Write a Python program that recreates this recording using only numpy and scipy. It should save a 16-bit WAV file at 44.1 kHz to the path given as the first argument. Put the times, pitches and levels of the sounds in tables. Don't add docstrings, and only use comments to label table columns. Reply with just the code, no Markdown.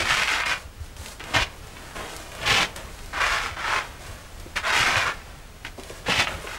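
import sys
import numpy as np
from scipy import signal
from scipy.fft import rfft, irfft
from scipy.io import wavfile

SR = 44100
rng = np.random.default_rng(int(sys.argv[2]) if len(sys.argv) > 2 else 0)


def transcribe(u):
    v = np.clip(np.atleast_2d(u).T, -1, 1)
    q = np.round(v * 32767).astype(np.int16)
    wavfile.write(sys.argv[1], SR, q)


N = 290178
BITE_DB, TOUCH_DB = -7, -6


def amp(db):
    return 10 ** (np.asarray(db) / 20)


def evened(x):
    return x / np.sqrt(np.mean(x ** 2) + 1e-20)


def add(mix, start, sound):
    part = mix[max(round(start * SR), 0):][:len(sound)]
    part += sound[:len(part)]


def coloured(x, colour, size=4096):
    hz, db = np.transpose(colour)
    log_hz = np.log(abs(np.fft.fftfreq(size, 1 / SR)) + 1)
    log_gain = np.log(amp(np.interp(log_hz, np.log(hz + 1), db)))
    minimum_phase = np.exp(np.conj(signal.hilbert(log_gain)))
    click = np.fft.ifft(minimum_phase).real[:size // 2]
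    return signal.oaconvolve(x, click)[:len(x)]


def split(x, hz, order=6):
    low_share = 1 / (1 + (np.fft.rfftfreq(N, 1 / SR) / hz) ** (2 * order))
    low = irfft(rfft(x) * low_share, N)
    return evened(low), evened(x - low)


def wander(per_s):
    knots = rng.standard_normal(N)
    return evened(np.interp(np.arange(N) * per_s / SR, np.arange(N), knots))


def crackle(per_s, spread_db, clump_db, clumps_per_s):
    size = amp(spread_db * np.minimum(rng.exponential(1, N), 5))
    breaks = size * rng.choice([-1, 1], N) * (rng.random(N) < per_s / SR)
    return evened(breaks * amp(clump_db * wander(clumps_per_s)))


def hit(colour, debris, t60, size=8192):
    jolts = debris * rng.standard_normal(size) * amp(-60 * np.arange(size) / SR / t60)
    jolts[0] = 1
    sound = coloured(jolts, colour)
    return sound / abs(sound).max()


def stroke(start, attack, hold, release, first_db, change_db=0, contact_s=0.0072):
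    t = np.arange(N) / SR - start
    contact = np.clip(t / contact_s + .5, 0, 1)
    bearing_db = np.interp(t, [0, attack, attack + hold], [first_db, 0, change_db])
    easing_db = -20 * np.clip((t - attack - hold) / release, 0, 10)
    return contact * amp(bearing_db + easing_db)


def leaf_cover(start, length, first_db, last_db):
    return amp(np.interp(np.arange(N) / SR, [start, start + length], [first_db, last_db]))


# f/Hz, level/dB
AIR_SPECTRUM = [(12, -29.5), (20, 2), (72, -3.5), (180, -16.5), (362, -22.5), (427, -21), (767, -24.5),
                (834, -27.5), (1300, -26), (3960, -32.5), (6910, -35.5), (13900, -42), (15500, -58)]


def air(level_db=-42, drift_db=1.3):
    hush = evened(coloured(rng.standard_normal(N), AIR_SPECTRUM))
    return amp(level_db) * hush * amp(drift_db * wander(7))


def echoes(near_db=-6, near_t60=0.027, far_db=-18, far_t60=0.5, per_s=3000):
    t = np.arange(SR // 2) / SR
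    near, far = rng.choice([-1, 1], (2, len(t))) * (rng.random((2, len(t))) < per_s / SR)
    near = near * (t > .0015) * amp(-60 * t / near_t60)
    far = far * (t > .012) * amp(-60 * t / far_t60)
    far = coloured(far, [(100, -8), (600, 6.5), (2500, -13), (12000, -5)])
    echo = amp(near_db) * near / np.linalg.norm(near) + amp(far_db) * far / np.linalg.norm(far)
    echo[0] = 1
    return echo / np.linalg.norm(echo)


def rock_wall(x, count=8, places_per_s=9):
    place = np.arange(N) / SR * places_per_s
    crossfades = [np.clip(1 - abs((place - k) % count - 1), 0, 1) for k in range(count)]
    return sum(signal.oaconvolve(x * fade, echoes())[:N] for fade in crossfades)


# t/s, level/dB, f/Hz
SOIL_THUDS = [(0.009, -30, 86), (0.108, -33, 130), (0.643, -33, 69), (0.798, -25, 76), (0.983, -28, 75.4),
              (1.348, -28, 90), (1.403, -24, 43.1), (1.44, -37, 43.3), (2.471, -31, 43.1),
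              (3.508, -33.5, 79.7), (4.08, -32, 87), (4.792, -29, 117), (4.958, -24.5, 102),
              (6.08, -28.5, 178), (6.176, -31, 107), (6.336, -29, 80.7)]


def thuds(swell_s=0.016, sharpness=3.08):
    t, out = np.arange(SR // 5) / SR, np.zeros(N)
    push = (t / swell_s * np.exp(1 - t / swell_s)) ** sharpness
    for start, db, hz in SOIL_THUDS:
        add(out, start, amp(db) * push * np.sin(2 * np.pi * hz * t))
    return out


# f/Hz, level/dB
CLOD_SPECTRUM = [(100, -15), (350, 3.5), (600, 2.5), (1100, -12), (2500, -50), (8000, -45)]
# t/s, peak level/dB
CLOD_KNOCKS = [(4.459, -35), (5.78, -28.5), (5.902, -27), (6.083, -18), (6.442, -28)]


def clods():
    out = np.zeros(N)
    for start, db in CLOD_KNOCKS:
        add(out, start, amp(db) * hit(CLOD_SPECTRUM, debris=0.13, t60=0.12))
    return out


# f/Hz, level/dB
FROND_SPECTRUM = [(1500, 1), (4000, -1), (8500, -1.5), (12000, -7), (15500, -18)]
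# t/s, peak level/dB
FROND_FLICKS = [(2.3508, -22), (2.762, -19), (4.0662, -25), (4.115, -31), (4.3993, -24)]


def fronds():
    out = np.zeros(N)
    for start, db in FROND_FLICKS:
        add(out, start, amp(db) * hit(FROND_SPECTRUM, debris=0.073, t60=0.13))
    return out


# multiple of its strongest frequency, level/dB
STALK_SPECTRUM = [(.12, 4), (.45, -0.5), (1, 12), (1.8, 1.5), (3, 1.5), (5, -14)]
# t/s, peak level/dB, strongest f/Hz
STALK_SNAPS = [(0.8614, -30, 3730), (0.9666, -25, 2970), (1.061, -16.5, 2760), (1.0833, -21, 3100),
               (1.1977, -22.5, 2670), (1.2402, -19, 2690), (2.3184, -22, 2580), (2.7626, -14.5, 3190),
               (2.9908, -25.5, 2530), (3.0604, -24.5, 5000), (5.6507, -25, 3390), (5.7982, -22, 2820),
               (5.8358, -19.5, 3280), (5.897, -22.5, 2530)]


def stalks():
    out = np.zeros(N)
    for start, db, hz in STALK_SNAPS:
        colour = [(multiple * hz, level) for multiple, level in STALK_SPECTRUM]
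        add(out, start, amp(db) * hit(colour, debris=0.05, t60=0.057))
    return out


# f/Hz, level/dB
PILE_SPECTRUM = [(60, -6), (130, -2), (320, -6), (600, -3), (1200, -5), (1800, -6.5), (2600, -10),
                 (4500, -10), (8400, -12), (12000, -19), (15500, -29)]
# t/s, attack/s, hold/s, release/s, shuffle level/dB, fizz level/dB
PILE_LIFTS = [(0.568, .01, 0.043, 0.071, -46.5, -50), (0.804, 0.042, .015, 0.055, -57, -54),
              (0.964, 0.087, 0.068, .09, -43, -43.5), (1.234, .065, 0.088, 0.09, -36, -47),
              (1.62, 0.24, 0.14, 0.11, -43.5, -50.5), (1.952, .005, 0.062, 0.46, -34.5, -46),
              (2.04, 0.061, .11, 0.34, -44, -45.5), (2.32, 0.09, 0.19, 0.27, -36, -47),
              (2.756, .006, 0.03, 0.22, -38.5, -48), (2.89, 0.047, 0.18, .1, -49, -52),
              (3.82, .01, .02, 0.45, -42, -51), (3.991, 0.029, .02, 0.78, -43, -49),
              (5.126, 0.0061, 0.051, 0.23, -53, -62), (5.255, 0.025, .02, 0.48, -47.5, -57),
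              (5.773, .006, .03, .08, -46.5, -52), (5.822, .02, .15, .15, -46, -49.5),
              (5.903, .005, 0.018, 0.089, -47, -58), (6.043, 0.046, .1, .1, -39.5, -50),
              (6.275, .006, 0.058, 0.24, -34.5, -46), (6.4, 0.023, 0.13, .1, -42.5, -46.5)]


def lifts(rest_shuffle_db=-56.5, rest_fizz_db=-62):
    rubs = crackle(per_s=7000, spread_db=2, clump_db=0.32, clumps_per_s=70)
    ticks = crackle(per_s=170, spread_db=5.0, clump_db=-9.0, clumps_per_s=67)
    shuffle, _ = split(coloured(rubs, PILE_SPECTRUM), hz=3490)
    _, fizz = split(coloured(rubs + amp(-16) * ticks, PILE_SPECTRUM), hz=3540)
    shuffle_gain, fizz_gain = amp(rest_shuffle_db), amp(rest_fizz_db)
    for start, attack, hold, release, shuffle_db, fizz_db in PILE_LIFTS:
        motion = stroke(start, attack, hold, release, TOUCH_DB)
        shuffle_gain = np.hypot(shuffle_gain, amp(shuffle_db) * motion)
        fizz_gain = np.hypot(fizz_gain, amp(fizz_db) * motion)
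    return shuffle_gain * shuffle + fizz_gain * fizz


# f/Hz, width/Hz, level/dB
TINE_MODES = [(823, 390, -10), (1063, 390, -0.5), (1323, 200, 1.5), (1523, 67, -5), (1755, 50, -8.5),
              (2260, 37, -28), (2316, 30, -46), (3100, 34, -5.5), (3360, 160, -12)]


def tines(jolts, shift_db=2, shifts_per_s=9.9):
    out = np.zeros(N)
    for hz, width, db in TINE_MODES:
        mode = signal.lfilter(*signal.iirpeak(hz, hz / width, SR), jolts)
        out += amp(db + shift_db * wander(shifts_per_s)) * mode
    return out


# f/Hz, level/dB
STONE_SPECTRUM = [(200, -18), (700, 5), (1700, 12), (2800, 11.5), (4500, -11.5), (9000, -50), (15000, -50)]
# t/s, peak level/dB of the strike alone
STONE_CATCHES = [(0.107, -3), (0.282, -8), (0.339, -12.5), (0.409, -10), (0.436, -11), (0.515, -9),
                 (1.204, -21), (1.347, -9.5), (1.769, -26), (1.968, -28), (3.217, -12), (3.762, -14),
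                 (4.958, -4.5), (5.649, -20), (6.122, -9.5), (6.272, -9), (6.473, -19.5)]


def stones(ring_db=-14):
    strikes = np.zeros(N)
    for start, db in STONE_CATCHES:
        add(strikes, start, amp(db) * hit(STONE_SPECTRUM, debris=0.053, t60=0.11))
    return strikes + amp(ring_db) * tines(strikes)


# f/Hz, level/dB
JAB_SPECTRUM = [(40, -15), (100, -2), (190, -9), (290, -10), (550, -9.5), (900, -3.5), (1400, -6.5),
                (2000, -0.5), (3050, 0.5), (4000, -6.5), (5500, -11), (8400, -20.5), (15500, -37)]
# t/s, attack/s, hold/s, release/s, grating level/dB, change over the hold/dB,
# first and last crunch level/dB relative to the grating
FORK_JABS = [(1.339, 0.015, 0.02, 0.092, -20, -1, 1, -1.5),
             (1.387, 0.0085, 0.031, 0.039, -27.5, -0.5, -2, 4.5), (2.413, 0.014, 0.029, .05, -37, 5, 3, -6),
             (2.458, 0.015, 0.16, 0.046, -26, 2.5, 5.5, 1.5), (6.061, 0.041, .028, 0.19, -25.5, -5, -3, 5),
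             (6.15, 0.039, .032, .045, -25.5, 2, 6.5, 1.5)]


def jabs(ring_db=-43):
    breaks = coloured(crackle(per_s=9000, spread_db=3.0, clump_db=1.0, clumps_per_s=90), JAB_SPECTRUM)
    grating, crunch = split(breaks + amp(ring_db) * tines(breaks), hz=1950)
    grating_gain, crunch_gain = np.zeros((2, N))
    for start, attack, hold, release, db, change_db, first_db, last_db in FORK_JABS:
        force = amp(db) * stroke(start, attack, hold, release, BITE_DB, change_db)
        cover = leaf_cover(start, attack + hold, first_db, last_db)
        grating_gain = np.maximum(grating_gain, force)
        crunch_gain = np.maximum(crunch_gain, force * cover)
    return grating_gain * grating + crunch_gain * crunch


# f/Hz, level/dB
DRAG_SPECTRUM = [(40, -5.5), (100, -4), (230, -6.5), (450, -6.5), (750, -6.5), (1100, -6.5), (1500, -4),
                 (2300, -3.5), (3100, -9.5), (4000, -12.5), (5300, -15), (8000, -22), (11000, -30),
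                 (15500, -43)]
# t/s, attack/s, hold/s, release/s, grating level/dB,
# change over the hold/dB, first and last crunch level/dB relative to the grating,
# share of the grating that the tines sing/dB (capped at 0)
FORK_DRAGS = [(0.0, 0.0027, 0.0063, 0.12, -23.5, -4, 5, 2, -29),
              (0.048, 0.058, 0.13, .1, -25.5, -1, 1.5, 2, -2.5),
              (0.271, .007, 0.13, 0.05, -30.5, 4, 5.5, -2.5, -1.5),
              (0.452, 0.01, 0.064, 0.07, -28, 0.5, 1.5, 0, -3.5),
              (1.198, .006, .008, 0.071, -37, -2, -10, -2, -13),
              (3.128, 0.0041, 0.065, .1, -32.5, 4.5, -6, -5.5, -3.5),
              (3.195, 0.018, 0.15, 0.16, -21, -3, -7, -4, 0),
              (3.421, 0.0093, 0.035, 0.12, -30.5, 1.5, 1, -3.5, -3.5),
              (3.563, 0.0064, .04, .1, -30.5, 0, -13, -6.5, -1.5),
              (3.61, 0.086, 0.083, 0.088, -24, 0.5, -9, -6.5, -1),
              (4.558, 0.005, 0.015, 0.053, -24.5, 0, -0.5, -2.5, -4),
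              (4.632, 0.044, 0.055, 0.14, -21, -1.5, -9.5, -4, -0.5),
              (4.717, .06, 0.12, 0.24, -24, 0.5, 4, -1.5, -4),
              (4.961, 0.0057, 0.068, .1, -24, -1, 0, -5, -1),
              (5.031, 0.036, 0.031, 0.048, -24, -0.5, -7.5, -7, -2),
              (5.645, 0.0055, 0.016, .045, -38.5, -1, -3, 2.5, -17),
              (6.455, 0.015, 0.081, .15, -38, -1, -8, -2, 2)]


def drags():
    slips = coloured(crackle(per_s=7000, spread_db=2.5, clump_db=1.0, clumps_per_s=410), DRAG_SPECTRUM)
    grit, crunch = split(slips, hz=1720)
    grit_gain, sing_gain, crunch_gain = np.zeros((3, N))
    for start, attack, hold, release, db, change_db, first_db, last_db, sing_db in FORK_DRAGS:
        force = amp(db) * stroke(start, attack, hold, release, BITE_DB, change_db)
        cover = leaf_cover(start, attack + hold, first_db, last_db)
        sing_share = min(amp(sing_db), 1)
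        grit_gain = np.maximum(grit_gain, force * (1 - sing_share))
        sing_gain = np.maximum(sing_gain, force * sing_share)
        crunch_gain = np.maximum(crunch_gain, force * cover)
    return grit_gain * grit + sing_gain * evened(tines(slips)) + crunch_gain * crunch


def scene():
    work = drags() + jabs() + lifts() + stones() + stalks() + fronds() + clods()
    return (rock_wall(work) + thuds() + air())[None]


def record(dry, ceiling=0.67, whine_hz=15625, whine_db=-67, edge_hz=15850):
    rounded = dry / (1 + (dry / ceiling) ** 4) ** (1 / 4)
    whine = amp(whine_db) * np.sin(2 * np.pi * whine_hz * np.arange(N) / SR)
    lowpass = signal.firwin(1023, edge_hz, window=("kaiser", 9), fs=SR)
    return signal.oaconvolve(rounded + whine, lowpass[None], "same")


dry = scene()
out = record(dry)
transcribe(out)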